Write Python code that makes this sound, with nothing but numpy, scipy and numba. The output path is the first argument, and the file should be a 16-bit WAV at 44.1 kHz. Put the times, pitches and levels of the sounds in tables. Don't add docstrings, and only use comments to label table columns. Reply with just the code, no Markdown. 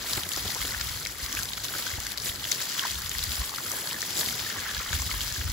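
import sys
import numpy as np
from scipy import signal
from scipy.fft import rfft, irfft, next_fast_len
from scipy.io import wavfile
from scipy.ndimage import uniform_filter1d
from numba import njit

SR = 44100
rng = np.random.default_rng(int(sys.argv[2]) if len(sys.argv) > 2 else 0)


def store_wav(level_fs):
    pcm = np.round(np.clip(np.atleast_2d(level_fs), -1, 1) * 32767)
    wavfile.write(sys.argv[1], SR, pcm.T.astype(np.int16))


N = 243691
T = np.arange(N) / SR
FFT_SIZE = next_fast_len(N, True)
HZ = np.fft.rfftfreq(FFT_SIZE, 1 / SR) + 1


def undb(db):
    return 10 ** (np.asarray(db) / 20)


def unit_level(x):
    return x / np.sqrt(np.mean(x[0] ** 2))


def colour(x, table, hiss_db=-99):
    table_hz, table_db = np.transpose(table)
    spectrum = rfft(x, FFT_SIZE)
    smooth_power = uniform_filter1d(np.abs(spectrum[0]) ** 2, size=1500)
    spectrum = spectrum / (np.sqrt(smooth_power) + 1e-9)
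    hiss = rng.standard_normal((2, 2 * len(HZ))).view(complex) / np.sqrt(2)
    gain = undb(np.interp(np.log(HZ), np.log(table_hz), table_db, -80, -80))
    return irfft((spectrum + undb(hiss_db) * hiss) * gain, FFT_SIZE)[:, :N]


def walk(rate):
    hold = int(SR / rate)
    steps = np.repeat(rng.standard_normal(N // hold + 1), hold)
    ramps = uniform_filter1d(steps, hold)[:N]
    return ramps / ramps.std()


@njit
def ring(start, hz, cycles, size, turn, glide, n, sr):
    out = np.zeros((2, n))
    for k in range(len(start)):
        step = 2 * np.pi * hz[k] / sr
        fade = np.exp(-hz[k] / sr / cycles[k] * 3)
        length = int(2 * cycles[k] * sr / hz[k])
        swell_cycles = .6 + cycles[k] / 10
        gain, phase = size[k], 0.
        for i in range(start[k], min(start[k] + length, n)):
            phase += step * (1 + glide[k] * (i - start[k]) / length)
            gain *= fade
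            swell = min(phase / (2 * np.pi * swell_cycles), 1.)
            out[0, i] += gain * swell * np.sin(phase)
            out[1, i] += gain * swell * np.sin(phase + turn[k])
    return out


def drops(per_s, lo_hz, hi_hz, cycles, spread_db, glide):
    u = rng.random((int(per_s * N / SR), 5)).T
    start = (u[0] * N).astype(np.int64)
    hz = lo_hz * (hi_hz / lo_hz) ** u[1]
    size = undb(-spread_db * np.log(1 - .985 * u[2]))
    turn = 2 * np.pi * u[4]
    return ring(start, hz, cycles * 6 ** u[3], size, turn, np.full(len(hz), glide), N, 1. * SR)


def stream(table, grains, hiss_db, flutter_db):
    return unit_level(colour(grains, table, hiss_db)) * undb(flutter_db)


def burst(s, db, lo_hz, hi_hz, t60, rise=0.00027):
    t = np.arange(int(t60 * SR)) / SR
    band = signal.butter(2, [lo_hz, min(hi_hz, .45 * SR)], "band", fs=SR)
    noise = signal.lfilter(*band, rng.standard_normal((2, 4096))[:, :len(t)])
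    puff = noise * (1 - np.exp(-t / rise)) * 1000 ** (-t / t60)
    return int(s * SR), puff / np.abs(puff).max(axis=1, keepdims=True) * undb(db)


def add(out, i, x):
    n = min(x.shape[1], N - i)
    out[:, i:i + n] += x[:, :n]


def bumps(centre, width):
    return np.cos(np.pi / 2 * np.clip((T - centre[:, None]) / width[:, None], -1, 1)) ** 2


def ground_dip(x):
    return x - 0.26 * signal.lfilter(*signal.iirpeak(2560, 3.5, fs=SR), x)


def wind():
    # (frequency [Hz], level per Hz [dB])
    gust_colour = [(20, -23), (35, -20), (50, 1.5), (70, -2.5), (110, -4), (170, -14.5), (300, -23)]
    # (time [s], level [dB])
    rumble = [(0.0, -57), (0.2, -51), (0.8, -46.5), (1.55, -52), (1.95, -50), (2.2, -49), (2.61, -55),
              (2.86, -55), (2.95, -47), (3.17, -44), (3.59, -57.5), (4.77, -53.5), (5.09, -43), (5.53, -46)]
    # (centre [s], width [s], peak of the swing [dB], pitch [Hz])
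    puffs = [(0.012, 0.019, -40, 59), (0.18, 0.027, -39, 61), (0.181, 0.017, -33.5, 147.8),
             (0.371, 0.026, -41, 87.6), (0.47, 0.024, -33, 80), (0.547, 0.03, -43, 64),
             (0.61, 0.029, -36.5, 78), (0.653, 0.034, -42, 70), (0.73, 0.034, -46, 80),
             (0.774, 0.02, -43, 80), (0.818, 0.014, -41, 86), (0.854, 0.035, -44, 61),
             (0.908, 0.023, -32, 83), (0.96, 0.014, -31.5, 69), (1.044, 0.018, -44, 69),
             (1.096, 0.047, -43, 59), (1.161, 0.015, -37.5, 78), (1.239, 0.022, -32.5, 67.1),
             (1.944, 0.021, -34, 86.3), (1.988, 0.014, -32, 80), (2.301, 0.014, -39, 67),
             (2.34, 0.016, -40, 60), (2.925, 0.032, -39, 75), (2.974, 0.052, -37, 64),
             (3.059, 0.046, -48, 59), (3.169, 0.02, -32, 64), (3.199, 0.012, -37, 61),
             (3.235, 0.037, -36, 48), (3.3, 0.057, -33, 74.8), (3.403, 0.031, -28, 59.3),
             (3.465, 0.022, -45, 50), (3.67, 0.03, -43, 96), (4.283, 0.063, -43, 75),
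             (4.422, 0.039, -43, 96), (4.59, 0.039, -42, 78.4), (4.735, 0.043, -43, 57),
             (4.788, 0.031, -37, 64), (4.881, 0.017, -41, 59.2), (4.913, 0.011, -30, 97),
             (4.955, 0.038, -26, 75.2), (5.006, 0.037, -30, 74), (5.165, 0.066, -35, 51),
             (5.185, 0.013, -36, 98), (5.238, 0.041, -37, 53.3), (5.272, 0.025, -36, 56),
             (5.32, 0.016, -36, 121), (5.396, 0.036, -29, 74.6), (5.459, 0.029, -25.5, 88.05),
             (5.502, 0.025, -26, 58.9)]
    tail = 1.15
    sag = 0.23
    rough_db = -12
    air = unit_level(colour(rng.standard_normal((2, N)), gust_colour))
    out = air * undb(np.interp(T, *np.transpose(rumble)) + 3.2 * walk(11))
    turns = 2 * np.pi * rng.random((len(puffs), 2, 1))
    for (centre, width, db, hz), turn in zip(puffs, turns):
        near = np.abs(T - centre) < width * tail
        u = (T[near] - centre) / width
        skewed = np.where(u < 0, u * tail, u / tail)
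        shape = undb(db) * np.cos(np.pi / 2 * np.clip(skewed, -1, 1)) ** 2
        swing = np.sin(2 * np.pi * hz * width * (u - sag * u ** 2 / 2) + turn)
        out[:, near] += shape * (swing + undb(rough_db) * air[:, near])
    return out


def pour(slugs):
    # (frequency [Hz], level per Hz [dB])
    pour_colour = [(90, 2.5), (150, -3.5), (300, -2.5), (500, -4.5), (800, -6.5), (1200, -14)]
    grains = drops(300, 124, 922, cycles=1.07, spread_db=0.95, glide=0.14)
    return stream(pour_colour, grains, -0.12, 0.12 * slugs + 0.15 * walk(28))


def patter(slugs):
    # (frequency [Hz], level per Hz [dB])
    patter_colour = [(600, -23), (950, -10), (1250, -6), (1650, -4), (2100, -5.5), (2600, -12.5),
                     (3500, -8.5)]
    grains = drops(800, 796, 2860, cycles=2.6, spread_db=1.8, glide=0.2)
    return stream(patter_colour, grains, -4, 0.7 * slugs + 0.8 * walk(60))


def slops():
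    # (time [s], peak [dB], centre of the band [Hz])
    thuds = [(0.169, -32, 153), (0.176, -28, 420), (0.262, -32.5, 280), (0.368, -28, 610), (0.45, -29, 300),
             (0.555, -30.5, 480), (0.644, -30.5, 248), (1.339, -33, 208), (1.975, -37, 403),
             (2.256, -33.5, 305), (3.303, -39, 145), (4.171, -38, 423), (4.185, -29, 480), (4.21, -32, 500),
             (4.548, -39, 320), (4.8, -34, 545), (4.922, -44, 500)]
    out = np.zeros((2, N))
    for s, db, hz in thuds:
        add(out, *burst(s, db, hz / 2.1, hz * 2.13, t60=0.051, rise=0.0059))
    return out


def plops():
    # (time [s], level before fading [dB], nominal pitch [Hz], length [cycles], pitch rise [share])
    bubbles = [(0.1307, -27.5, 1060, 12, 0.05), (0.1715, -30, 1080, 8.6, 0.05), (0.177, -16, 2260, 6, 0.05),
               (0.3112, -27, 1255, 8.7, 0.77), (0.3427, -24, 1860, 13, 0.05), (0.357, -29, 1290, 20, 0.05),
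               (0.3712, -26, 1420, 6.8, 0.05), (0.4949, -27, 900, 5.2, 0.29), (0.5027, -23, 2010, 12, 0.35),
               (0.5596, -29.5, 1110, 24, 1.4), (0.6155, -21, 2080, 13, 0.05),
               (0.6255, -18, 2110, 7.7, 0.05), (0.651, -24, 1440, 5.6, 0.18),
               (0.7196, -25, 1980, 17.8, 0.05), (0.74, -21, 1600, 5.4, 0.3), (0.7459, -15, 1690, 7.3, 0.28),
               (0.8095, -18, 1710, 6.5, 0.05), (1.061, -14.5, 2260, 8.4, 0.06),
               (1.37, -16.5, 2480, 12, 0.27), (1.3737, -20, 1600, 7.9, 0.05),
               (1.3896, -16, 1610, 8.9, 0.24), (1.5034, -28, 1000, 7.7, 0.05),
               (1.5787, -26, 1490, 7.7, 1.1), (1.5775, -19, 2250, 8, 0.28), (1.7383, -18, 1530, 5.8, 0.05),
               (1.75, -22.5, 1560, 18, 0.74), (1.866, -16.5, 1480, 7.6, 0.17), (1.9376, -20, 2060, 9, 0.06),
               (1.9843, -25, 890, 5, 0.29), (2.0665, -17.5, 2110, 6.8, 0.05), (2.113, -19, 2470, 8.1, 0.08),
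               (2.269, -24, 2080, 8.1, 0.05), (2.317, -25, 1980, 13.3, 0.05),
               (2.4517, -19, 1890, 6.6, 0.05), (2.5168, -16.5, 2100, 8.6, 0.09),
               (2.554, -25.5, 1810, 6.2, 0.07), (2.6031, -28, 1980, 8.3, 0.05),
               (2.765, -29, 1110, 10.7, 0.05), (2.7807, -28, 1300, 9, 0.3), (2.751, -23, 1700, 8, 0.1),
               (2.7885, -27, 1630, 15, 0.05), (2.7942, -17, 1710, 6, 0.05), (2.801, -25, 1550, 8.3, 0.1),
               (2.83, -35, 1040, 12, 0.05), (2.845, -21, 1790, 8.7, 0.1), (2.859, -25, 1110, 12, 0.1),
               (2.8218, -29, 1090, 25, 0.05), (2.824, -31, 1700, 17.8, 0.77), (2.8238, -26, 1940, 20, 0.81),
               (2.837, -15.5, 1600, 8.2, 0.05), (2.851, -16, 1007, 9.3, 0.05), (2.8574, -20, 1650, 7, 0.2),
               (2.986, -29, 1280, 11, 0.05), (3.1139, -24, 1850, 7.9, 0.05), (3.15, -21.5, 1860, 7.4, 0.07),
               (3.2376, -22, 2300, 8.1, 0.05), (3.2675, -26, 1870, 8.0, 0.05),
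               (3.4157, -28, 1120, 14, 0.55), (3.4347, -32, 1110, 17.8, 0.05), (3.517, -30, 1090, 11, 0.05),
               (3.528, -29, 1140, 17, 0.043), (3.539, -20, 1120, 5.5, 0.05),
               (3.5832, -17.5, 1360, 6.5, 0.05), (3.603, -29, 1060, 9.5, 0.06),
               (3.6594, -27, 1500, 17, 0.78), (3.707, -29, 1470, 17.8, 1), (3.715, -28, 1170, 11, 0.1),
               (3.725, -26, 1780, 10, 0.1), (3.746, -28, 1670, 11, 0.05), (3.757, -28, 1650, 13, 0.05),
               (3.775, -26, 1500, 12, 0.05), (3.792, -29, 1650, 6.1, 0.1), (3.92, -29.5, 1030, 14, 0.81),
               (3.943, -19.5, 1830, 7.4, 0.19), (3.962, -26.5, 1730, 27, 0.11),
               (4.0276, -16, 1840, 9.4, 0.16), (4.2094, -24, 1670, 21, 0.05), (4.225, -31, 944, 17, 0.6),
               (4.2319, -18, 1790, 6.2, 0.05), (4.248, -31, 1130, 17, 0.97), (4.2863, -22, 2150, 8.7, 0.05),
               (4.38, -24, 2110, 6.8, 0.05), (4.4626, -24.5, 1770, 35, 0.11), (4.5023, -19, 1750, 12, 0.05),
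               (4.5615, -24, 1120, 9.2, 0.05), (4.663, -25.5, 1680, 16.3, 0.05),
               (4.6846, -28, 1770, 21, 0.7), (4.7653, -23.5, 1670, 28, 0.05),
               (4.7881, -34, 1350, 17.5, 0.05), (4.8016, -22, 1290, 8.8, 0.25),
               (4.8076, -27, 1770, 23, 0.05), (4.861, -22, 1240, 6, 0.05), (4.93, -14.5, 1590, 8.1, 0.05),
               (4.9922, -27, 2150, 22, 0.4), (4.997, -27, 1020, 7.6, 0.75), (5.022, -23.5, 1120, 6.5, 0.12),
               (5.0937, -24, 1260, 14, 0.31), (5.1095, -27, 1360, 16.3, 1.4),
               (5.113, -16.5, 2150, 13, 0.06), (5.139, -25, 1060, 10.4, 0.37),
               (5.3156, -28, 1690, 17.8, 0.05), (5.3613, -23, 1720, 16, 0.15),
               (5.412, -21, 1600, 6.6, 0.05), (5.439, -23, 2070, 6.7, 0.05)]
    splash_db, splash_t60 = -9, 0.013
    s, db, hz, cycles, glide = np.transpose(bubbles)
    turn = np.pi / 2 * np.sign(rng.standard_normal(len(s)))
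    start = (s * SR).astype(np.int64)
    start_hz = hz * (1 - glide / 6)
    out = ring(start, start_hz, np.maximum(cycles, 1), undb(db), turn, glide, N, 1. * SR)
    for k in range(len(s)):
        add(out, *burst(s[k], db[k] + splash_db, hz[k] / 1.83, hz[k] * 2, splash_t60, rise=0.00043))
    return out


def mist(slugs):
    # (frequency [Hz], level per Hz [dB])
    mist_colour = [(6000, -6), (8000, 3.5), (9500, 1.5), (12000, 3), (14000, 0.5), (16000, -3)]
    grains = drops(2500, 6980, 15200, cycles=4.2, spread_db=3.6, glide=0.056)
    return stream(mist_colour, grains, -1, slugs + 1.1 * walk(90))


def ticks(per_s=600, spread_db=3.2, decay_s=.0005):
    # (frequency [Hz], level per Hz [dB])
    tick_colour = [(700, -11.5), (1500, -4), (2100, -3), (2650, -10), (3300, -3), (4500, -0.5),
                   (7000, -10.5), (12000, -6.5), (16000, -4.5)]
    u = rng.random((int(per_s * N / SR), 2)).T
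    gate = np.zeros(N)
    gate[(u[0] * N).astype(int)] = undb(-spread_db * np.log(1 - .97 * u[1]))
    fade = np.exp(-1 / (decay_s * SR))
    gate = signal.lfilter([1], [1, -fade], uniform_filter1d(gate, size=10))
    return unit_level(colour(gate * rng.standard_normal((2, N)), tick_colour))


def spray(slugs):
    # (frequency [Hz], level per Hz [dB])
    spray_colour = [(1800, -11.5), (2500, -7.5), (3200, -4.5), (4300, -0.5), (5300, 1), (6400, -3),
                    (7800, -7), (9500, -40), (12000, -17)]
    grains = drops(3600, 2214, 8830, cycles=1.7, spread_db=2.8, glide=0.16)
    return stream(spray_colour, grains, -6, slugs + 0.3 * walk(50))


def small_smacks(count):
    u = rng.random((count, 4)).T
    db = -28 + 3 * (2 * u[1] - 1)
    hz = 3020 * (7000 / 3020) ** u[2]
    mist_db = np.full(count, -17)
    return list(zip(u[0] * N / SR, db, hz, mist_db, 8 * u[3] - 3))


def snap(lo_hz, hi_hz):
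    band = signal.butter(2, [lo_hz, hi_hz], "band", fs=SR)
    click = signal.lfilter(*band, np.eye(1, 200)[0])
    return np.array([click, -click]) / np.abs(click).max()


def smacks(t60=0.012):
    # (time [s], body peak before the row balance [dB], centre [Hz], mist relative to the body [dB],
    # first row minus second row [dB])
    lumps = [(0.0233, -23.5, 5400, -13, -2), (0.1094, -25, 3730, -8, -1), (0.1277, -21, 4810, -9, 4),
             (0.1325, -14.5, 4800, -16, 7), (0.2337, -19.5, 3390, -17, 0), (0.29, -22, 5630, -1, 3),
             (0.3177, -18, 3350, -11, -3), (0.3243, -21, 5840, -10, -1), (0.3341, -20, 4870, -12, 5),
             (0.3622, -18, 5310, -14, 4), (0.3732, -23, 4890, -8, 4), (0.4546, -23, 4100, -13, 1),
             (0.476, -23, 4320, -15, -1), (0.4796, -21, 3790, -8, -1), (0.4978, -25, 4020, -14, -3),
             (0.5032, -21, 4810, -11, 3), (0.508, -25, 4620, -9, 0), (0.5188, -20, 4840, -19, 0),
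             (0.5472, -17, 6100, -16, 1), (0.5924, -24, 5010, -14, -1), (0.6159, -24, 4130, -8, 4),
             (0.6262, -21, 4090, -9, -1), (0.651, -20, 3740, -13, -1), (0.6543, -22, 5090, -17, 2),
             (0.672, -27, 5400, -7, 4), (0.6788, -22, 4860, -13, 5), (0.8114, -14, 4300, -24, 0),
             (0.8708, -22, 4280, -3, -1), (0.892, -23, 4080, -14, 0), (0.8954, -25, 4430, -9, 0),
             (0.9736, -28, 4600, -15, 9), (1.0244, -27, 4240, -14, 0), (1.0513, -19, 4800, -6, 5),
             (1.0703, -19, 6110, -15, -1), (1.2317, -25, 5970, -8, -3), (1.2628, -19, 5230, -16, -2),
             (1.3267, -18, 5600, -21, 5), (1.35, -19, 5920, -9, -1), (1.3783, -25, 2970, -14, 4),
             (1.3898, -22, 5790, -13, 2), (1.4253, -24, 5900, -4, 0), (1.4313, -17, 5660, -4, 1.5),
             (1.4549, -22, 5230, -13, 7), (1.4884, -21, 4390, -20, 0), (1.5193, -28, 3510, -19, -5),
             (1.5336, -16, 3930, -22, 1), (1.5755, -27, 4990, -15, -1), (1.6447, -23, 4290, -14, 2),
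             (1.6517, -22, 3500, -16, 0), (1.6832, -21, 3720, -19, -1), (1.8233, -21, 3710, -10, -4),
             (1.8616, -23, 4210, -13, -5), (1.8773, -21, 3880, -14, 0), (2.0022, -21, 7020, -10, 0),
             (2.0676, -21, 5680, -4, 4), (2.1177, -30, 3960, -15, 4), (2.1752, -19, 5000, -9, 7),
             (2.1815, -22, 4870, -10, 6), (2.2004, -25, 4910, -11, 8), (2.2586, -23, 5060, -9, 4),
             (2.291, -18, 3580, -10, -2), (2.2959, -20, 3220, -12, -3), (2.3521, -29, 4200, -8, -3),
             (2.358, -22, 4660, -11, 1), (2.3959, -25, 3830, -17, -1), (2.4089, -24, 3480, -17, -3),
             (2.4324, -25, 3940, -17, -3), (2.4409, -19, 3860, -15, 1), (2.4519, -20, 3180, -9, -1),
             (2.515, -15, 6900, -7, 5), (2.5176, -11, 5060, -13, 5), (2.5203, -24, 4500, -14, 2),
             (2.5257, -16, 4100, -12, 1), (2.5293, -25, 6210, -15, -1), (2.5474, -22, 5190, -15, 2),
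             (2.5586, -21, 5110, -14, -1), (2.6143, -19, 5650, -16, 2), (2.6182, -20, 4330, -11, 1),
             (2.6221, -23, 5510, -14, 1), (2.6544, -23, 5690, -14, 1), (2.6978, -22, 5100, -11, 5),
             (2.719, -22, 5640, -15, 2), (2.7939, -13.5, 3500, -17, -3), (2.8795, -20, 3290, -12, -6),
             (2.8995, -21, 3910, -15, 1), (2.909, -21, 5100, -17, 0), (2.915, -18, 6890, -13, 1),
             (2.9546, -21, 3730, -18, 2), (3.0189, -23, 4630, -14, 2), (3.0453, -25, 4790, -13, -4),
             (3.0611, -23, 3890, -19, -1), (3.0938, -18, 6440, -11, 2), (3.1148, -18, 3560, -14, 2),
             (3.1832, -21, 4710, 0, 7), (3.1914, -20, 3700, -19, 3), (3.2276, -20, 4460, -8, 2),
             (3.2357, -24, 4200, -14, -1), (3.2384, -17, 5770, -1, 1), (3.2925, -23, 4200, -18, 0),
             (3.3069, -21, 5020, -14, 4), (3.3174, -18, 4320, -19, 2), (3.3443, -25, 3750, -13, 0),
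             (3.3542, -21, 5370, -17, 5), (3.3945, -23, 4190, -17, 2), (3.4165, -21, 4470, -16, -2),
             (3.4405, -21, 3240, -16, -4), (3.4929, -22, 4740, -11, -2), (3.5458, -24, 4280, -8, 0),
             (3.5485, -27, 3850, -8, -1), (3.5602, -20, 5360, -10, -2), (3.5828, -24, 4700, -9, 2),
             (3.6637, -23, 4820, -10, 1), (3.7016, -25, 5050, -14, 5), (3.7161, -19, 7130, -7, 3),
             (3.7682, -22, 4820, -4, 2), (3.8728, -19, 4220, -20, 0), (3.9115, -20.5, 3230, -20, 2),
             (3.9293, -19, 4240, -16, -6), (4.0069, -20, 5100, -8, -1), (4.0181, -16.5, 5780, -20, 2),
             (4.0377, -29, 5140, -15, -1), (4.0484, -25, 5180, -16, 0), (4.0517, -26, 6100, -12, -3),
             (4.0626, -23, 6340, -17, 0), (4.1054, -22, 5080, -16, 3), (4.115, -26, 4370, -6, 1),
             (4.1297, -19, 4710, -16, -2), (4.1552, -22, 4920, -10, 2), (4.1686, -24, 4390, -4, 2),
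             (4.1749, -18, 6680, -12, 5), (4.1806, -17, 4780, -12, 1), (4.1908, -19, 6460, -6, 1),
             (4.1945, -17, 5350, -7, 3), (4.2017, -22, 6450, -8, 0), (4.2109, -19, 3670, -6, 0),
             (4.2162, -20, 4410, -9, 3), (4.2603, -18, 3740, -12, 0), (4.2866, -21, 3480, -18, -2),
             (4.29, -23, 3890, -11, -2), (4.3074, -22, 3690, -9, -3), (4.3267, -27, 5310, -12, 2),
             (4.3511, -24, 6050, -13, -1), (4.3939, -21, 3270, -7, 1), (4.4, -24, 4480, -8, 1),
             (4.4293, -29, 4610, -17, -1), (4.4995, -20, 5000, -16, 4), (4.691, -21, 3250, -25, -4),
             (4.7471, -22, 4070, -21, 2), (4.7506, -24, 3200, -20, -5), (4.7781, -22, 4370, -20, -1),
             (4.7916, -21, 3740, -11, -3), (4.8923, -25, 3570, -17, -1), (4.9296, -18, 4640, -13, -1),
             (4.9505, -23, 3860, -17, 3), (4.988, -24, 6010, -16, 4), (4.9986, -21, 6090, -15, -2),
             (5.0186, -17.5, 5900, -15, 1), (5.0638, -21, 4350, -17, 2), (5.1075, -23, 3340, -17, -2),
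             (5.1135, -20, 3950, -14, -1), (5.2072, -20, 3710, -12, 4), (5.2143, -17, 3950, -14, -3),
             (5.2732, -22, 5380, -11, 2), (5.2794, -26, 5520, -16, 2), (5.3243, -20, 5830, -17, 1),
             (5.5008, -23, 4690, -20, -1)]
    snap_db = -1
    crack_db, crack_t60 = -9, 0.0044
    out = np.zeros((2, N))
    for s, db, hz, mist_db, balance_db in list(lumps) + small_smacks(count=30):
        side = undb(np.array([[.5], [-.5]]) * balance_db)
        i, body = burst(s, db, hz / 1.31, hz * 1.18, t60)
        crack = burst(s, db + crack_db, 1430, 9100, crack_t60)[1]
        thrown_mist = burst(s, db + mist_db, 12000, 14000, t60)[1]
        add(out, i + 12, side * undb(db + snap_db) * snap(hz / 3.2, hz * 2.4))
        add(out, i, side * crack)
        add(out, i, side * (body + thrown_mist))
    return out


def scene():
    # (time [s], spray on the coat [dB], fine mist [dB], run-off patter [dB], dull pour on mud [dB])
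    flow = [(0.0, -38, -44, -42, -46), (0.14, -39.5, -46.5, -45.5, -49), (0.32, -39, -37, -42, -47),
            (0.72, -37, -40.5, -40.5, -48), (0.89, -35, -37.5, -40, -50), (1.05, -39.5, -41.5, -45, -49),
            (1.28, -38, -44, -41, -49), (1.43, -39, -39.5, -42.5, -47), (1.68, -40.5, -47, -48, -51.5),
            (1.81, -35, -40.5, -42, -47.5), (2.2, -41, -42.5, -44.5, -50), (2.52, -37, -39.5, -42.5, -45.5),
            (2.72, -33.5, -40.5, -42, -49.5), (3.05, -37, -40, -42.5, -51), (3.22, -35, -40, -43, -50.5),
            (3.68, -40.5, -38.5, -40.5, -45.5), (4.08, -36.5, -40, -43, -46),
            (4.26, -32.5, -38.5, -45.5, -46), (4.62, -36, -43, -37.5, -47.5),
            (4.86, -39, -43.5, -39.5, -49.5), (5.12, -33, -37.5, -43, -49.5),
            (5.53, -37, -43.5, -42, -49.5)]
    # (centre [s], width [s], spray rise [dB], mist rise [dB], run-off rise [dB])
    surges = [(0.128, 0.12, 7, 12.5, 3.5), (0.362, 0.064, 6, 1, -1.5), (0.462, 0.13, 5, -0.5, 1),
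              (0.648, 0.099, 2.5, 3, -1), (1.24, 0.031, 4, 4, 0), (1.15, 0.1, -3, -2, -2),
              (1.38, 0.027, 2, 1, -2), (1.575, 0.013, 5.5, 3, 6), (1.647, 0.032, 6.5, 8, 5),
              (1.732, 0.11, 2.5, 9, 6), (1.865, 0.021, 3.5, 2, 3), (2.12, 0.0095, 5, 6, 3),
              (2.155, .035, -2.5, -4, 0), (2.27, 0.07, 6, 7.5, 0.5), (2.38, 0.023, -2.5, -2, -1),
              (2.49, 0.02, 0, 0, -5), (2.53, 0.027, 6, 2, -1.5), (2.62, 0.045, 2.5, 2.5, 1.5),
              (2.792, 0.034, 4.5, 5, 3.5), (2.852, 0.064, 2.5, 0.5, 5), (2.913, 0.042, 3, 2, 0.5),
              (3.318, 0.053, 0.5, 2.5, 1.5), (3.558, 0.065, 1, 0.5, -2), (3.708, 0.15, 5, 4, -0.5),
              (3.75, 0.068, -2.5, 0, 1.5), (4.192, 0.058, 5.5, 10.5, 4.5), (4.292, 0.17, -0.5, 3.5, 2.5),
              (4.558, 0.079, 0, 0.5, 2.5), (4.778, 0.052, 4.5, -3, 0), (4.944, 0.046, 5.5, 6, 5),
              (5.158, 0.056, -3, -0.5, 2)]
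    s, *cols = np.transpose(flow)
    spray_db, mist_db, patter_db, pour_db = (np.interp(T, s, c) for c in cols)
    centre, width, *rise_db = np.transpose(surges)
    spray_up, mist_up, runoff_up = np.array(rise_db) @ bumps(centre, width)
    slugs = 1.12 * walk(35) + 0.45 * walk(100)
    crackle = spray(slugs) + ticks() * undb(-5.5)
    coat = crackle * undb(spray_db + spray_up) + mist(slugs) * undb(mist_db + mist_up)
    runoff = patter(slugs) * undb(patter_db) + pour(slugs) * undb(pour_db)
    hits = ground_dip(smacks() + plops())
    return wind() + runoff * undb(runoff_up) + slops() + coat + hits


def record(dry):
    # (frequency [Hz], phase ahead [rad], likeness [0-1], level [dB])
    ports = [(50, 0.54, 0.97, -0.5), (710, -0.5, 0.75, -2.5), (1720, -0.15, 0.29, -0.5),
             (2620, -1.33, 0.86, -3), (3200, 0.2, 0.4, 0.5), (3930, -1, 0.26, -2), (5440, 1.25, 0.87, -9.5),
             (6650, 0.2, 0, 0), (6760, -0.17, 1, -1.5), (18120, 16.6, 0.98, 1.5)]
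    port_hz, *cols = np.transpose(ports)
    ahead, alike, right_db = (np.interp(HZ, port_hz, c) for c in cols)
    alike = np.clip(alike, 0, 1)
    shared, own = rfft(dry, FFT_SIZE)
    right = alike * np.exp(1j * ahead) * shared + np.sqrt(1 - alike ** 2) * own
    pair = np.array([dry[0], irfft(undb(right_db) * right, FFT_SIZE)[:N]])
    top_cut = signal.ellip(10, .2, 80, 15650, fs=SR, output="sos")
    return signal.sosfilt(top_cut, pair)


dry = scene()
out = record(dry)
store_wav(out)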